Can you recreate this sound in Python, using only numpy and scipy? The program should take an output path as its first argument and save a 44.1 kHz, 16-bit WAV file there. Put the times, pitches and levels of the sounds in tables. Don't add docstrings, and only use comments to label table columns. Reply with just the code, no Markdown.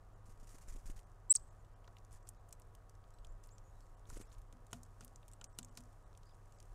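import sys
import numpy as np
from scipy import signal
from scipy.fft import rfft, irfft
from scipy.io import wavfile
from scipy.ndimage import uniform_filter1d

SR = 44100
rng = np.random.default_rng(int(sys.argv[2]) if len(sys.argv) > 2 else 0)


def nominal_scale(level):
    x = np.asarray(level, float) / 20
    return 10 ** x


def master(y):
    cut = np.clip(np.atleast_2d(y).T, -1, 1)
    pcm = np.round(cut * 32767)
    wavfile.write(sys.argv[1], SR, pcm.astype(np.int16))


N = 297234


def evened(x):
    return x / np.sqrt(np.mean(x ** 2) + 1e-20)


def coloured(size, gain):
    hz = np.fft.rfftfreq(size, 1 / SR) + 1
    return evened(irfft(rfft(rng.standard_normal(size)) * gain(hz), size))


def spectrum(points):
    f, db = np.transpose(points)
    return lambda hz: nominal_scale(np.interp(np.log(hz), np.log(f), db))


def hump(centre_hz, octaves):
    return lambda hz: np.exp(-.5 * (np.log2(hz / centre_hz) / octaves) ** 2)


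def add(mix, s, sound):
    part = mix[round(s * SR):][:len(sound)]
    part += sound[:len(part)]


def swells(rows):
    t = np.arange(N) / SR
    return sum(db * np.exp(-((t - s) / half) ** 2) for s, half, db in rows)


def struck(hits, modes, vary_db):
    out, t = np.zeros(N), np.arange(8192) / SR
    for s, blow_db in hits:
        varied = rng.standard_normal((len(modes), 2))
        for (hz, db, t60, rise), (shift, lift) in zip(modes, varied):
            ring = nominal_scale(blow_db + db + vary_db * lift - 60 * t / t60)
            ring = ring * (1 - np.exp(-(t / rise) ** 2))
            add(out, s, ring * np.sin(2 * np.pi * hz * (1 + 0.0047 * shift) * t))
    return out


# (frequency [Hz], level [dB per Hz])
STILL_AIR = [(35, -34.5), (60, -2.5), (110, -5.5), (150, -11), (223, -19.5), (484, -16.5), (704, -17),
             (849, -19.5), (1130, -20), (1850, -29.5), (2200, -37), (6850, -48.5), (14800, -52),
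             (16300, -60.5)]
# (frequency [Hz], level [dB per Hz])
RUSTLE = [(710, -38.5), (1200, -1), (1800, -1), (3310, -8), (3780, -8.5), (6740, -0.5), (9140, -3),
          (15300, -14.5), (16300, -37.5)]
# (middle [s], half length [s], lift [dB])
BUSY = [
    (.6, .22, 9.5),
    (.92, .1, 7),
    (1.48, .12, 3),
    (3.8, .15, 4.5),
    (4.26, .12, 7),
    (5, .3, 4),
    (5.8, .25, 5),
    (6.74, .4, 5),
]
# (middle [s], half length [s], lift [dB])
PUFFS = [
    (.6, .4, 2),
    (1.39, .1, 4),
    (3.29, .09, 11),
    (3.8, .5, 3),
    (4.41, .08, 6),
    (6.74, .06, 9),
]


def air():
    wash = nominal_scale(-66) * coloured(N, spectrum(STILL_AIR))
    grit = nominal_scale(2.5 * coloured(N, hump(60, 1.5)))
    stir = nominal_scale(-85 + swells(BUSY)) * evened(grit * coloured(N, spectrum(RUSTLE)))
    draught = coloured(N, hump(28.5, 0.51))
    draught /= np.sqrt(uniform_filter1d(draught ** 2, 5000))
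    return wash + stir + nominal_scale(-60 + swells(PUFFS)) * draught


# (frequency [Hz], level [dB], waver [Hz])
MACHINES = [(99.8, -66, 0.74), (1114, -83, 2.6), (765, -85.5, 4.), (1251, -84, 6.02), (969, -84, 12),
            (697, -87, 9.)]


def hum():
    out = np.zeros(N)
    for hz, db, waver in MACHINES:
        level = np.sqrt(2) * nominal_scale(db + 0.96 * coloured(N, hump(3, 0.91)))
        pitch = hz + waver * coloured(N, hump(1.5, 1))
        out += level * np.sin(2 * np.pi * np.cumsum(pitch) / SR)
    return out


def glide(points, blur_depth):
    s, hz, db = np.transpose(points)
    t = np.arange(s[0], s[-1], 1 / SR)
    blur = blur_depth * coloured(len(t), hump(300, 1))
    turn = 2 * np.pi * np.cumsum(np.interp(t, s, hz) * (1 + blur)) / SR
    tone = np.sin(turn) + nominal_scale(-34) * np.sin(2 * turn)
    return np.sqrt(2) * nominal_scale(np.interp(t, s, db)) * tone * signal.windows.tukey(len(t), .04)


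# (start [s], length [s], first pitch [Hz], last pitch [Hz], level [dB])
FAR_CALLS = [(1.59, .012, 6750, 7300, -82), (1.602, .014, 7300, 6600, -83), (3.285, .025, 6500, 7500, -78),
             (3.31, .04, 7300, 7250, -86), (3.507, .035, 6400, 7900, -71), (3.535, .03, 7400, 7350, -78),
             (3.64, .075, 6800, 6760, -80), (3.745, .055, 3950, 3850, -87), (3.79, .06, 7500, 7700, -86),
             (3.81, .035, 4200, 4500, -87), (6.26, .022, 4600, 5050, -76), (6.284, .03, 4850, 4950, -79),
             (6.318, .022, 4950, 4950, -83), (6.272, .014, 4800, 4400, -82), (6.308, .016, 3900, 3300, -80)]


def far_calls():
    out = np.zeros(N)
    for s, length, hz, end_hz, db in FAR_CALLS:
        bent_hz = hz + .68 * (end_hz - hz)
        points = [(s, hz, db - 4), (s + length / 2, bent_hz, db), (s + length, end_hz, db - 6)]
        add(out, s, glide(points, .024))
    return out


# (time [s], pitch [Hz], level [dB])
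CALL = [
    (1.2965, 7340, -44),
    (1.3002, 7450, -37),
    (1.3056, 7630, -23),
    (1.316, 7960, -21.8),
    (1.326, 8115, -27.6),
    (1.3586, 8150, -29),
    (1.362, 6050, -32.5),
    (1.3645, 4600, -41),
    (1.37, 4350, -56),
]


def near_call():
    out = np.zeros(N)
    add(out, CALL[0][0], glide(CALL, 0))
    return out


def in_yard(calls):
    out = calls.copy()
    add(out, .003542, nominal_scale(-21) * out)
    t = np.arange(SR // 2) / SR
    echo = rng.standard_normal(len(t)) * nominal_scale(-60 * t / .36) * (t > .004)
    back = signal.fftconvolve(out, echo / np.linalg.norm(echo))[:N]
    smear = .9 + .5 * coloured(N, hump(200, .8))
    return out + nominal_scale(-36) * back * smear


# (time [s], level [dB])
WIRE_TAPS = [
    (1.648, -74.5),
    (2.527, -58),
    (3.139, -64.5),
    (3.186, -71),
    (6.545, -71.5),
]
# (frequency [Hz], level [dB], t60 [s], build-up [s])
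WIRE = [(2500, -15, 0.034, .0003), (4050, -9, 0.04, .0003), (5600, -1, 0.024, 0.00078),
        (7250, -14, .04, .0003), (8000, 0, 0.05, .0003), (11500, -13, .035, .0003),
        (14700, -22, .03, .0003)]


def wire_feeder():
    return struck(WIRE_TAPS, WIRE, 1.8)


# (time [s], rap of the rim [dB], boom of the floor panel [dB])
KNOCKS = [
    (1.878, -58, -68),
    (4.102, -60, -81),
    (4.529, -71, -60.5),
    (4.729, -48, -49.5),
    (5.008, -60, -56.5),
    (5.414, -59, -66),
    (5.587, -57, -52.5),
    (5.68, -84, -70),
    (5.774, -58, -54),
]
# (frequency [Hz], level [dB], t60 [s], build-up [s])
RIM = [(418, 1, 0.024, 0.00036), (688, -5, 0.11, 0.005), (980, 7.5, 0.022, 0.0019),
       (1417, 12, 0.018, 0.002), (1890, -3, 0.018, 0.00043)]
# (frequency [Hz], level [dB], t60 [s], build-up [s])
PANEL = [(122, 1.5, 0.097, 0.00047), (200, 3, 0.086, 0.0035), (244, -1.5, 0.32, 0.0097),
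         (272, -4.5, 0.13, 0.012), (165, -7.5, 0.32, 0.0038)]


def tray():
    rap = struck([(s, rap_db) for s, rap_db, _ in KNOCKS], RIM, 1.8)
    boom = struck([(s, boom_db) for s, _, boom_db in KNOCKS], PANEL, 0.7)
    return rap + boom


# (time [s], peak level [dB], frequency [Hz])
BUMPS = [(0.289, -56, 200), (.43, -56, 200), (.546, -58, 250), (.5535, -56, 380), (0.751, -54, 220),
         (.7625, -53, 330), (.893, -60, 200), (.8995, -48, 280), (4.122, -57, 160), (4.129, -55, 200),
         (4.162, -56, 300), (4.1712, -43.5, 380), (4.175, -54, 400), (4.2025, -48, 300), (4.207, -56, 250),
         (4.2125, -48, 330), (5.5915, -52, 240)]


def bumps():
    out = np.zeros(N)
    for s, db, hz in BUMPS:
        turns = np.arange(-2, 2, hz / SR)
        scuff = nominal_scale(-16) * coloured(len(turns), hump(2.2 * hz, .8))
        push = -np.sin(2 * np.pi * turns + .4) + scuff
        add(out, s - 2 / hz, nominal_scale(db) * push * np.exp(-(turns / .65) ** 2))
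    return out


# (time [s], feather hiss [dB], length [s], push of air peak [dB])
HOVER = [(.256, -75, .033, -49), (.294, -73, .037, -54), (.399, -73.5, .019, -50), (.43, -71, .017, -58),
         (.471, -67, .014, -73), (.49, -65, .008, -60), (.501, -69.5, .045, -54), (.545, -67, .02, -48),
         (.582, -66.5, .0092, -67), (.612, -70, .03, -56), (.681, -63.5, .037, -40.5),
         (.724, -68, .028, -43), (.758, -67, .016, -43), (.785, -72.5, .024, -60), (.857, -64, .035, -39),
         (.898, -63, .018, -38), (.962, -67, .023, -45), (.989, -68, .011, -61)]
# (time [s], hiss [dB],
# length [s], push of air peak [dB])
FLICKS = [(2.114, -73, .033, -47.5), (2.132, -70, .019, -48.5), (2.156, -73, .023, -62),
          (2.269, -70.5, .02, -60), (3.434, -72, .024, -65), (4.067, -75.5, .038, -62),
          (4.089, -67, .045, -42), (4.129, -64.5, .025, -42.5), (4.154, -67, .017, -71),
          (4.164, -64, .021, -48), (4.194, -67.5, .045, -57), (4.209, -63, .009, -53),
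          (4.32, -71.5, .029, -50), (4.381, -73, .012, -51.5), (4.737, -71, .05, -69),
          (5.013, -73, .03, -68), (5.774, -69, .02, -61)]


def quills(hz):
    return spectrum(RUSTLE)(hz) * (2.5 + hump(7500, .45)(hz))


def wings():
    out, t = np.zeros(N), np.arange(4096) / SR
    swing = np.cos(2 * np.pi * 21 * t) * np.exp(-(t / 0.039) ** 4)
    flap = -(1 - np.exp(-t / .002)) * swing
    for s, hiss_db, length, flap_db in HOVER + FLICKS:
        fade = np.exp(-(t / length) ** 3) + .15 * np.exp(-t / .02)
        puff = np.minimum(t / 0.00067, 1) * fade
        hiss = coloured(len(t), quills) * nominal_scale(3.2 * coloured(len(t), hump(150, 1)))
        add(out, s, nominal_scale(hiss_db) * hiss * puff + nominal_scale(flap_db) * flap)
    return out


def hits(rows):
    out, t = np.zeros(N), np.arange(4096) / SR
    wide, tap = spectrum(RUSTLE), hump(2850, 0.43)
    for s, db, hz, octaves, tap_db in rows:
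        bump = hump(hz, np.clip(octaves, .08, 1))

        def colour(f):
            skirt = .14 / (1 + (2600 / f) ** 6)
            return (bump(f) + skirt) * np.sqrt(wide(f)) + nominal_scale(tap_db + 9.5) * tap(f)

        crack = coloured(len(t), colour)
        t60 = max(.012 + .00025 * (db + 55), .004)
        shape = nominal_scale(-60 * t / t60) * np.minimum(t / .0009, 1)
        shape = shape * (1 + 1.7 * nominal_scale(-60 * t / .004))
        shape = shape + nominal_scale(-22 - 60 * t / 0.07)
        add(out, s, nominal_scale(db - 7) * evened(crack * shape) * np.sqrt(np.mean(shape ** 2)))
    return out


# (time [s], peak level [dB], centre [Hz])
TICKS = [(.492, -55, 6000), (.505, -58, 8000), (.55, -60, 7500), (.583, -60, 7000), (.729, -60, 8000),
         (.764, -57, 7000), (.765, -57, 2500), (.859, -55, 7500), (.901, -52, 2200), (.974, -61, 3200),
         (.991, -56, 3500), (1.001, -58, 8000), (1.031, -63, 7000), (1.099, -65, 7500), (1.117, -62, 6500),
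         (1.398, -62, 5300), (1.853, -65, 5500), (2.28, -56, 6500), (2.347, -63, 5500), (2.486, -60, 10000),
         (3.486, -62, 9000), (4.16, -58, 3300), (4.214, -55, 2600), (4.735, -50, 5000), (4.742, -56, 3800),
         (5.001, -62, 6500), (5.014, -53, 4000), (5.026, -58, 3000), (5.032, -61, 3000),
         (5.5825, -55, 7500), (5.594, -50, 6000), (5.6, -57, 7500), (5.61, -60, 5500), (5.694, -62, 7000),
         (5.763, -61, 7000), (5.771, -52, 6000), (5.781, -49, 6000), (5.786, -52, 4500), (5.799, -59, 6500),
         (5.812, -60, 7000), (5.855, -62, 7000), (6.256, -62, 8000), (6.27, -65, 7000), (6.367, -65, 8000)]
# (time [s], peak level [dB], centre [Hz])
PATTER = [(.549, -60, 2000), (.554, -61, 1400), (.695, -62, 1600), (.722, -62, 1800), (.967, -61, 1600),
          (1.88, -58, 1500), (1.971, -60, 2000), (2.527, -58, 1700), (4.092, -62, 1400), (4.131, -61, 1900),
          (4.145, -63, 1200), (4.163, -59, 1600), (4.168, -59, 1900), (4.175, -58, 1500),
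          (4.2135, -56, 1400), (4.219, -61, 2800), (4.731, -48, 1450), (5.01, -53, 1000),
          (5.589, -52, 1300), (5.776, -54, 1400), (5.808, -62, 2500)]


def ticks():
    return hits([(*row, .35, -25) for row in TICKS + PATTER])


# (time [s], peak level [dB], centre [Hz])
NIBBLES = [(1.927, -65, 7500), (1.984, -54.5, 5420), (2.0483, -54.5, 7320), (2.1096, -59, 7710),
           (2.1276, -51, 7990), (2.1486, -55, 7690), (2.228, -63, 6500), (2.2732, -55, 5600),
           (2.4905, -53, 8800), (2.5083, -57, 7170), (2.598, -52.5, 9740), (2.619, -52.5, 6840),
           (2.6724, -65, 9790), (2.9517, -59, 6400), (3.0784, -64.5, 7140), (3.1048, -58, 6820),
           (3.269, -55, 7250), (3.3224, -63, 7200), (3.4384, -53, 7380), (3.46, -57, 6910),
           (3.472, -55, 10000), (3.806, -55.5, 6150), (3.866, -62.5, 6340), (3.9946, -60, 6940)]
# (time [s], peak level [dB], centre [Hz])
RUMMAGE = [(4.13, -61, 6720), (4.1589, -60, 6560), (4.417, -57, 8350), (4.5261, -51, 7200),
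           (4.5694, -63.5, 5770), (4.667, -54, 7000), (4.7072, -60, 6520), (4.713, -55, 8560),
           (4.72, -54, 7110), (5.805, -51, 8500), (4.8514, -60, 6170), (4.864, -61, 7710),
           (5.287, -56, 6980), (5.315, -53, 8090), (5.3234, -56, 7600), (5.6845, -60, 6480),
           (5.7523, -55, 6100), (5.8368, -55.5, 7220), (5.9286, -58.5, 8600), (6.1295, -60, 5590),
           (6.1749, -50, 7700), (6.2322, -56, 4600), (6.3445, -61, 6290), (6.3508, -61.5, 7700),
           (6.4572, -62, 7650), (6.523, -55, 7500), (6.586, -59, 5230), (6.6017, -48, 6200),
           (6.627, -52.5, 7300), (6.656, -62, 7720)]


def seed():
    nibbling = hits([(*row, .43, -22) for row in NIBBLES])
    return nibbling + hits([(*row, .43, -18) for row in RUMMAGE])


# (time [s], peak level [dB], centre [Hz])
TAPS = [(1.6472, -63, 3960), (1.8442, -57, 3000), (1.8767, -52, 5000), (1.968, -50, 2700),
        (3.0403, -60, 3740), (3.1855, -59.5, 3980), (3.4903, -56, 4430), (4.0547, -58, 3510),
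        (4.3166, -56.5, 3650), (4.349, -59, 4890), (5.23, -56, 2900), (6.1504, -57, 3770),
        (6.2946, -59, 4760)]
# (time [s], peak level [dB], centre [Hz], spread [octaves], dull tap [dB])
CRACKS = [(2.2892, -37, 9040, .37, -57), (2.5263, -40, 7200, .6, -30), (2.7503, -50.5, 7650, .49, -19),
          (2.8953, -51.5, 6950, .54, -23.5), (3.2472, -47.5, 6860, .5, -9), (3.582, -49.5, 6000, .29, -19),
          (4.0999, -42.5, 7000, .44, -42), (4.174, -47, 8400, .17, -21), (4.2148, -47, 9000, .3, -13),
          (4.7301, -33.5, 6600, .5, -11), (4.832, -45, 7900, .4, -37), (5.008, -45, 7000, .3, -20),
          (5.0372, -55, 7000, .51, -24), (5.047, -43, 10500, .54, -30), (5.0788, -50.5, 7440, .4, -17),
          (5.1588, -45, 6700, .28, -30), (5.281, -48, 9360, .4, -18), (5.3345, -45, 8000, .1, -36),
          (5.4126, -42.5, 6900, .26, -8), (5.442, -36.5, 7000, .33, -24.5), (5.5871, -31, 7800, .5, -11),
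          (5.6294, -42, 7340, .21, -22), (5.6466, -43, 7500, .19, -39), (5.7735, -37.5, 6600, .6, -12)]


def pecks():
    return hits(CRACKS) + hits([(*row, .3, -14) for row in TAPS])


def scene():
    background = air() + hum() + in_yard(far_calls() + near_call())
    feeder = wire_feeder() + tray() + bumps()
    return (background + feeder + wings() + ticks() + seed() + pecks())[None]


# (time [s], kept band [Hz], kept band [Hz])
STARVED = [(.15, 3000, 7000), (1.055, 6300, 8800), (1.5, 6600, 7400), (1.75, 3000, 5500),
           (2.243, 7300, 8200), (2.383, 3900, 6800), (3.96, 3000, 7500), (4.241, 2500, 7600),
           (4.285, 3700, 5500), (5.475, 3100, 8300), (5.483, 8000, 8600), (5.49, 8300, 8600),
           (5.54, 5600, 7800), (5.703, 3000, 8000), (6.05, 3800, 8200), (6.58, 5300, 7700)]


def starve(x):
    hz, t, z = signal.stft(x, SR, nperseg=512, noverlap=384)
    for s, *kept_hz in STARVED:
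        named = sum(abs(hz - f) < .03 * f + 100 for f in kept_hz)
        stray = (rng.random(len(hz)) < .12) * (hz < 10500)
        kept = named + stray > 0
        hole = np.exp(-((t - s) / .0062) ** 4)
        bar = np.exp(-((t - s) / .016) ** 4)
        change_db = np.outer(kept, 6 * bar) - np.outer(~kept, 27 * hole)
        z = z * nominal_scale(change_db * (hz > 2150)[:, None])
    return signal.istft(z, SR, nperseg=512, noverlap=384)[1][:, :N]


def roll_off(x):
    return signal.sosfilt(signal.butter(12, 16460, fs=SR, output="sos"), x)


# (start [s], end [s])
DROPOUT = (1.326225, 1.352551)


def record(dry):
    t = np.arange(N) / SR
    heard = signal.oaconvolve(starve(dry), signal.firwin(511, 15800, fs=SR)[None], "same")
    heard = heard * ((t < DROPOUT[0]) | (t > DROPOUT[1]))
    heard = signal.oaconvolve(heard, signal.firwin(101, 16200, fs=SR)[None], "same")
    swell = nominal_scale(np.array([-8, -1, 5, 9, -20]))
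    swell = np.interp(t, [1.339, 1.35, 1.36, 1.368, 1.377], swell, 0, 0)
    noise = coloured(N, lambda hz: hump(6200, .33)(hz) + .06 * hump(12000, .4)(hz))
    return roll_off(heard + nominal_scale(-59) * swell * noise)


dry = scene()
out = record(dry)
master(out)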